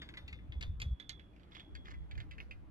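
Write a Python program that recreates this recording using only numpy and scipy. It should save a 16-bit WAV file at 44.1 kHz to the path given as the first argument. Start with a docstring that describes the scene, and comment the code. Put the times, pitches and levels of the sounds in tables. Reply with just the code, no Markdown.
"""An empty chair rattles past on the right of a moving chairlift and falls behind.
Its loose slats and fittings knock (noise bursts with short ringing tones) and scrape (grainy noise).
The harder knocks set the steel frame ringing: close, beating sine tones that slowly sink in pitch.
Wind buffets two microphone ports as low noise and short thumps, over the noisy rumble of the ride."""
import sys
import numpy as np
from scipy import signal
from scipy.fft import rfft, irfft
from scipy.io import wavfile
from scipy.ndimage import uniform_filter1d, map_coordinates

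SR = 44100
rng = np.random.default_rng(int(sys.argv[2]) if len(sys.argv) > 2 else 0)


def wrap_up_sound(samples):
    """Save the sound to the file named by the first command line argument, as 16-bit audio."""
    columns = np.atleast_2d(samples).T
    # keep every value between -1 and 1, then stretch to whole-number steps
    tamed = np.clip(columns, -1, 1)
    steps = np.round(tamed * 32767).astype(np.int16)
    wavfile.write(sys.argv[1], SR, steps)


N = 119070
T = np.arange(N) / SR  # time in seconds
ATTACK_S = 0.0008  # time constant of the onset of cracks, clinks and ringing


def undb(db):
    """Turn decibels into a gain."""
    return 10 ** (np.asarray(db) / 20)


def curve(rows, t):
    """Join (seconds, value) points by straight lines."""
    return np.interp(t, *np.array(rows, float).T)


def response(rows, hz):
    """Read gains off (Hz, dB) points, joined by straight lines over log frequency."""
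    f, db = np.array(rows, float).T
    return undb(np.interp(np.log(hz + 1), np.log(f), db))


def unit(x):
    """Scale a sound to an rms of 1."""
    return x / np.sqrt(np.mean(x ** 2))


def noise(rows):
    """Shape white noise to a spectrum of (Hz, dB) points, with an rms of 1."""
    hz = np.arange(N // 2 + 1) * SR / N
    white = rng.standard_normal(N)
    return unit(irfft(rfft(white) * response(rows, hz), N))


def even(x, size):
    """Steady the level of a noise by dividing by its running power, smoothed twice over size samples."""
    power = uniform_filter1d(uniform_filter1d(x ** 2, size), size)
    return x / np.sqrt(power + 1e-12)


def colour(x, rows, size=512):
    """Filter a sound through (Hz, dB) points without any sound before its start."""
    hz = np.arange(size // 2 + 1) * SR / size
    # folding the cepstrum forward in time gives a minimum-phase filter
    cepstrum = irfft(np.log(response(rows, hz)))
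    cepstrum[1:size // 2] *= 2
    cepstrum[size // 2 + 1:] = 0
    impulse = irfft(np.exp(rfft(cepstrum)))
    return signal.fftconvolve(x, impulse)[:len(x)]


def fade(t, t60):
    """Die away exponentially, by 60 dB in t60 seconds."""
    return np.exp(-np.log(1000) * t / np.maximum(t60, 1e-3))


def onset(t, attack_s):
    """Rise quickly from silence towards 1."""
    return 1 - np.exp(-t / attack_s)


def panned(x, db):
    """Share a sound between two ports; db is left minus right."""
    return x * undb(np.array([db, -db]).reshape(2, -1) / 2)


def add(out, x, s):
    """Mix a sound in, starting at s seconds."""
    i = max(int(s * SR), 0)
    out[..., i:i + x.shape[-1]] += x[..., :max(N - i, 0)]


def knocks(size=24000):
    """Each knock is a crack, a rattle, ringing fittings and the clink of the struck part, with a faint echo."""
    # Each row: start in seconds, relative levels in dB at 1.3-2.2, 2.2-3.1, 3.1-4.2 and above 4.2 kHz,
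    # rattle and crack decay in seconds per 60 dB, clink pitch in Hz, clink level in dB, left minus right in dB.
    knock_rows = [(0.018, -48.5, -60.5, -46, -69, 0.17, 0.017, 1630, -59.5, 1),
                  (0.0885, -55, -61, -50.5, -71, 0.06, 0.021, 2160, -54, 2),
                  (0.139, -51, -55.5, -57, -77.5, 0.09, 0.011, 1600, -62, 0),
                  (0.1713, -48, -59.5, -42.5, -67.5, 0.06, 0.03, 2020, -45, -1),
                  (0.2778, -64.5, -52.5, -55, -68.5, 0.14, 0.036, 2020, -53, 3),
                  (0.327, -56, -51.5, -60, -69.5, 0.11, 0.013, 2126, -46, 2),
                  (0.3883, -68, -67.5, -80, -100, 0.08, 0.0084, 2320, -66, 6.5),
                  (0.5212, -61, -60, -53.5, -79.5, 0.11, 0.014, 1820, -55, 1),
                  (0.6095, -57.5, -50.5, -56, -60, 0.13, 0.009, 4650, -56, 6),
                  (0.6132, -55, -56, -59, -69, 0.056, 0.009, 2840, -48, 1),
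                  (0.6256, -61, -48.5, -43, -59.5, 0.045, 0.0066, 1745, -42, -1),
                  (0.633, -59, -56, -47, -68, 0.029, 0.0079, 3854, -56, -2),
                  (0.7997, -51, -52.5, -62, -61.5, 0.19, 0.015, 4410, -60, -1.5),
                  (0.8165, -54, -43.5, -43.5, -51.5, 0.048, 0.014, 2440, -40, 0.5),
                  (0.9985, -53.5, -64.5, -52, -70.5, 0.099, 0.023, 3457, -43.5, -8.5),
                  (1.0935, -50, -55.5, -47.5, -53, 0.084, 0.0053, 3100, -44, -7),
                  (1.1945, -63, -67, -63.5, -85, 0.12, 0.031, 2070, -59, -9),
                  (1.3338, -83, -78, -95, -95, 0.048, 0.017, 2417, -66, -6),
                  (1.362, -81, -72.5, -81, -90, 0.15, 0.018, 2730, -75, -8),
                  (1.3966, -74, -80, -75, -93, 0.33, 0.0098, 2500, -80, -11),
                  (1.4324, -78, -77, -68.5, -89.5, 0.65, .02, 2460, -68, -7),
                  (1.5181, -61.5, -79, -56.5, -88, 0.47, 0.019, 2500, -73, -5),
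                  (1.5487, -59.5, -61.5, -53, -76, 0.31, 0.035, 2250, -68, -8.5),
                  (1.5956, -58.5, -62.5, -50.5, -75.5, 0.082, 0.023, 1720, -76, -5),
                  (1.7506, -51.5, -60, -60, -67.5, 0.074, 0.022, 2270, -67, -1),
                  (1.8546, -57, -65.5, -56, -80, 0.24, 0.017, 1810, -72, 0.5),
                  (1.8802, -52.5, -76, -70, -82, 0.13, 0.017, 2020, -59, -1),
                  (1.9069, -56.5, -65, -63, -73, 0.059, 0.017, 2194, -55, 0),
                  (1.939, -57, -68, -85, -87, 0.07, 0.016, 1830, -61, -0.5),
                  (2.111, -59, -58.5, -56, -73.5, .085, 0.02, 2310, -46.5, -2.5),
                  (2.152, -57, -80, -58, -86, 0.052, .016, 2450, -54.5, -1.5),
                  (2.177, -51.5, -58, -60, -71.5, 0.061, 0.0082, 1790, -70, -3.5),
                  (2.2016, -51, -59, -51.5, -72.5, 0.071, 0.014, 2050, -78, -3),
                  (2.31, -56.5, -55, -57, -73, 0.12, 0.024, 2400, -67, -2),
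                  (2.3811, -52, -51.5, -67, -81, 0.038, 0.01, 2210, -64, -1),
                  (2.4021, -49, -44, -61, -80.5, 0.031, 0.0023, 2860, -53, -2.5),
                  (2.5101, -62, -49.5, -58, -75, 0.073, 0.0035, 2523, -43.5, -1.5)]
    # Bass of a knock. Each row: frequency in Hz, level in dB against the lowest band.
    bass_rows = [(300, -15), (800, -28.5), (1150, -13)]
    # Treble of a knock. Each row: frequency in Hz, level in dB against the highest band.
    treble_rows = [(4700, 2), (5500, -3.5), (7400, -3), (9000, -24), (10300, -12.5), (12300, -17),
                   (14000, -47)]
    # Centres of the three lower bands, in Hz.
    band_hz = [1665, 2700, 3370]
    # Spectrum of the knocks scattered back by the trees. Each row: frequency in Hz, relative level in dB.
    echo_rows = [(300, 3.5), (750, 1.5), (1300, 1), (2000, 3), (3000, -7.5), (4500, -9), (6000, -13.5),
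                 (9000, -57.5), (11000, -14), (14000, -41)]
    crack_share = 1.8  # against the rattle, before both are levelled
    rattle_top_hz, rattle_attack_s = 7560, 0.0016  # the rattle is duller than the crack
    knock_db, clink_t60_s = 8.5, 0.048
    echo_db, echo_t60_s = -19.5, 0.22
    echo_width = 0.94  # noise of each port's own, against the noise they share

    out, t = np.zeros((2, N)), np.arange(size) / SR
    rise = onset(t, ATTACK_S)
    rattle_filter = signal.butter(2, rattle_top_hz, fs=SR)
    for s, low_db, mid_db, high_db, treble_db, t60, crack_t60, clink_hz, clink_db, pan_db in knock_rows:
        body = [(hz, low_db + db) for hz, db in bass_rows]
        body += list(zip(band_hz, (low_db, mid_db, high_db)))
        body += [(hz, treble_db + db) for hz, db in treble_rows]

        grain, scatter, *own = rng.standard_normal((4, size))
        rattle = signal.lfilter(*rattle_filter, rng.standard_normal(size))
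        rattle = unit(onset(t, rattle_attack_s) * rattle * contacts(size) * fade(t, t60))
        crack = unit(rise * even(grain, size=32) * fade(t, crack_t60))
        blow = rattle + crack_share * crack
        blow = blow / np.sqrt(np.mean(blow[t < 0.015] ** 2))  # level the first 15 ms
        direct = colour(blow + rise * fittings(t, t60), body)

        clink = undb(clink_db) * rise * np.sin(2 * np.pi * clink_hz * t) * fade(t, clink_t60_s)
        strength = np.linalg.norm(undb([low_db, mid_db, high_db]))
        echo_fade = fade(t, echo_t60_s)
        echo = np.array([colour((scatter + echo_width * port) * echo_fade, echo_rows) for port in own])
        body_sound = direct + strength * undb(echo_db) * echo
        add(out, panned(clink + undb(knock_db) * body_sound, pan_db), s)
    return out


def contacts(size):
    """Quick contacts of uneven strength make the level of a rattle jump about."""
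    grain_db, contact_s = 3.5, 0.0015
    hold = int(contact_s * SR)
    strengths = undb(grain_db * rng.standard_normal(size // hold + 1))
    return uniform_filter1d(np.repeat(strengths, hold)[:size], size=16)  # soften the steps


def fittings(t, knock_t60):
    """Loose fittings ring in short tones, struck and tuned differently each time and damped like the knock."""
    # Each row: pitch in Hz, relative level in dB, decay time as a multiple of the knock's rattle decay.
    mode_rows = [(1757, 1, 1.8), (2070, 7, 1.8), (2130, 0.5, 1.52), (2260, 7.5, 0.61), (2470, 3.5, 1.5),
                 (2680, 3, 1.1), (2925, -18, 0.68), (3720, 5, 0.94), (4012, -1, 2.5), (4440, -6, 2.4),
                 (4564, 3.5, 1.16), (4640, 12, 0.93), (6330, -2, 4.2), (7300, -6.5, 1)]
    level_db, scatter_db = -16, 2.5
    detune_share, max_t60_s = 0.025, 0.14
    hz, db, length = np.array(mode_rows, float).T[:, :, None]
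    strength, phase, detune = rng.standard_normal((3, len(mode_rows), 1))
    gain = undb(db + level_db + scatter_db * strength)
    wave = np.sin(2 * np.pi * (hz * (1 + detune_share * detune) * t + phase))
    t60 = np.clip(length * knock_t60, 0.01, max_t60_s)
    return np.sum(gain * wave * fade(t, t60), axis=0)


def frame():
    """The steel frame rings in close, beating modes that buzz, waver and sink; each ring favours some of them."""
    # Ringing of the frame; the first row is already sounding at the start.
    # Each row: start in seconds, relative level in dB, most strongly excited pitch in Hz.
    ring_rows = [(0, -57, 3500), (0.173, -57, 3640), (0.326, -61, 3560), (.522, -65, 3435),
                 (0.625, -56, 3580), (0.816, -57, 3416), (1.001, -55, 3500), (1.092, -57, 3452),
                 (1.547, -55.5, 3433), (1.754, -61, 3390), (1.907, -64.5, 3300)]
    # Modes of the frame. 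Each row: pitch in Hz before it sinks, relative level in dB, decay in seconds per 60 dB.
    mode_rows = [(3380, 0, .65), (3446, -1.5, .45), (3492, -4, .4), (3549, 0, .32), (3640, -2, .33)]
    # Where the ringing is heard. Each row: time in seconds, left minus right in dB.
    pan_rows = [(0, 4.5), (.75, -1.5), (.9, -6.5), (1.1, -10.5), (1.65, -5), (1.8, -0.5), (2.7, -2)]
    focus_hz, floor = 70, 0.19  # how closely a ring picks its modes; least share of any mode
    sag_per_s, waver_share, buzz_share = 0.007, 0.0015, 0.22

    out = np.zeros(N)
    waver = noise([(1, 0), (12, 0), (40, -40), (200, -120)])
    # a clock that slows down and wavers bends every pitch alike
    clock = np.cumsum(1 - sag_per_s * T + waver_share * waver) / SR
    for s, db, centre_hz in ring_rows:
        since = clock[max(int(s * SR), 0):]
        t = T[:len(since)]
        for (hz, mode_db, t60), turn in zip(mode_rows, rng.random(len(mode_rows))):
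            share = floor + (1 - floor) * np.exp(-((hz - centre_hz) / focus_hz) ** 2)
            tone = np.sin(2 * np.pi * (hz * since + turn))
            add(out, share * undb(db + mode_db) * tone * fade(t, t60) * onset(t, ATTACK_S), s)
    buzz = 1 + buzz_share * noise([(1, 0), (90, 0), (400, -30), (3000, -120)])
    return panned(out * buzz, curve(pan_rows, T))


def scrapes():
    """Slats slide and catch: a grainy rasp of noise that swells and dies away."""
    # Scrapes under the knocks. Each row: start in seconds, length in seconds, level in dB, left minus right in dB.
    scrape_rows = [(1.345, 0.11, -81, 0), (1.508, 0.093, -65.5, -5.5), (1.845, 0.113, -61.5, -7)]
    # Spectrum of a scrape. Each row: frequency in Hz, relative level in dB.
    rasp_rows = [(400, -13), (1200, 7.5), (1900, 1), (2600, -1), (3600, -11), (5200, -7), (7500, -21.5),
                 (9000, -38)]
    grain_db = 5.5  # typical swing of the grain
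    out = np.zeros((2, N))
    grip = undb(grain_db * noise([(1, 0), (150, 0), (600, -40), (3000, -120)]))
    rasp = unit(noise(rasp_rows) * grip)
    for s, length, db, pan_db in scrape_rows:
        swell = np.sqrt(np.abs(np.sin(np.pi * np.clip((T - s) / length, 0, 1))))
        out += panned(undb(db) * swell * rasp, pan_db)
    return out


def wind():
    """Air buffets both ports together, with single thumps, while cross wind pushes them against each other."""
    # Wind pressure common to both ports. Each row: time in seconds, level in dB.
    gust_rows = [(0, -54.5), (.17, -57), (.33, -52.5), (.45, -51.5), (.55, -50), (.62, -47), (.68, -41),
                 (.76, -44.5), (.86, -41), (.935, -37), (.97, -70), (1.03, -64.5), (1.15, -54),
                 (1.25, -59.5), (1.68, -59.5), (1.74, -51), (1.85, -58.5), (2.02, -48), (2.08, -57.5),
                 (2.18, -45), (2.24, -53.5), (2.7, -59)]
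    # Cross wind, opposite at the two ports. Each row: time in seconds, level in dB.
    cross_rows = [(0, -70.5), (.7, -49.5), (1.0, -68), (1.69, -69), (1.73, -47), (1.85, -55), (2.01, -44),
                  (2.08, -53), (2.18, -39.5), (2.24, -51), (2.58, -52), (2.7, -57)]
    # Spectrum of the common buffeting. Each row: frequency in Hz, relative level in dB.
    buffet_rows = [(15, -13.5), (28, -23.5), (40, -7.5), (54, -0.5), (66, 1), (82, -8), (115, -12),
                   (170, -21.5), (260, -40.5), (600, -81.5)]
    # Spectrum of the cross wind. Each row: frequency in Hz, relative level in dB.
    cross_buffet_rows = [(15, -40), (28, -30.5), (42, 0.5), (58, -1), (72, -5.5), (90, -5), (125, -13),
                         (180, -40), (600, -77)]
    # Single thumps of air. Each row: centre in seconds, level in dB, pitch in Hz, half length in seconds.
    thump_rows = [(0.248, -42.5, 81, .009), (.337, -42.5, 65.4, 0.018), (.499, -36, 78, 0.0055),
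                  (.579, -33.5, 67, 0.016), (.7, -29, 73.4, 0.0095), (.87, -33, 66.8, 0.016),
                  (.928, -31, 66, .015)]
    common = even(noise(buffet_rows), size=1500) * undb(curve(gust_rows, T))
    across = even(noise(cross_buffet_rows), size=1500) * undb(curve(cross_rows, T))
    for (s, db, hz, half_s), turn in zip(thump_rows, rng.random(len(thump_rows))):
        swell = np.exp(-((T - s) / half_s) ** 2)
        common = common + undb(db) * swell * np.sin(2 * np.pi * (hz * (T - s) + turn))
    return np.array([common + across, common - across])


def ride():
    """Rope and seat rumble as noise, each band flickering on its own, under a wide hiss of air."""
    # Spectrum of the rumble and the open air. Each row: frequency in Hz, relative level in dB.
    spectrum_rows = [(40, -17), (100, -4.5), (190, 2.5), (245, -3), (305, 1.5), (370, -8), (500, -12),
                     (800, -18), (1300, -20), (2500, -27), (3500, -32.5), (5000, -42), (8000, -47),
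                     (12500, -47.5), (14000, -66.5)]
    # Stereo width. Each row: frequency in Hz, side against mid in dB.
    side_rows = [(100, -15), (320, -8), (650, 1.5), (3000, -1)]
    # Loudness of the ride. Each row: time in seconds, relative level in dB.
    level_rows = [(0, -59), (.8, -66), (1.15, -64.5), (1.6, -63), (2.4, -62.5), (2.7, -64.5)]
    flicker_db = 2.3  # typical swing of a band
    hz = np.arange(N // 2 + 1) * SR / N
    mid = rfft(noise(spectrum_rows))
    side = rfft(noise(spectrum_rows)) * response(side_rows, hz)
    ports = np.array([mid + side, mid - side])
    out = irfft(ports, N)
    for centre in 160 * 2 ** (np.arange(13) / 3):  # a third of an octave apart, from 160 Hz
        weight = np.maximum(1 - 3 * abs(np.log2((hz + 1) / centre)), 0)
        band = irfft(ports * weight, N)
        flicker = noise([(1, 0), (10, 0), (40, -40), (200, -120)])
        out = out + band * (undb(flicker_db * flicker) - 1)
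    return out * undb(curve(level_rows, T))


def scene():
    """The passing chair reaches the right port first; wind and rumble lie under it."""
    # Bearing of the chair. Each row: time in seconds, delay of the left port in milliseconds.
    lag_rows = [(0, 0.13), (.6, 0.22), (1.0, 0.3), (1.55, 0.39), (1.8, 0.4), (2.7, 0.42)]
    left, right = knocks() + frame() + scrapes()
    heard_s = T - curve(lag_rows, T) / 1000
    left = map_coordinates(left, [heard_s * SR])
    return np.array([left, right]) + wind() + ride()


def record(dry):
    """The recorder cuts the top with a steep low-pass filter."""
    top_hz = 14000
    low_pass = signal.ellip(8, 0.2, 70, top_hz, fs=SR, output="sos")
    return signal.sosfilt(low_pass, dry)


dry = scene()
out = record(dry)
wrap_up_sound(out)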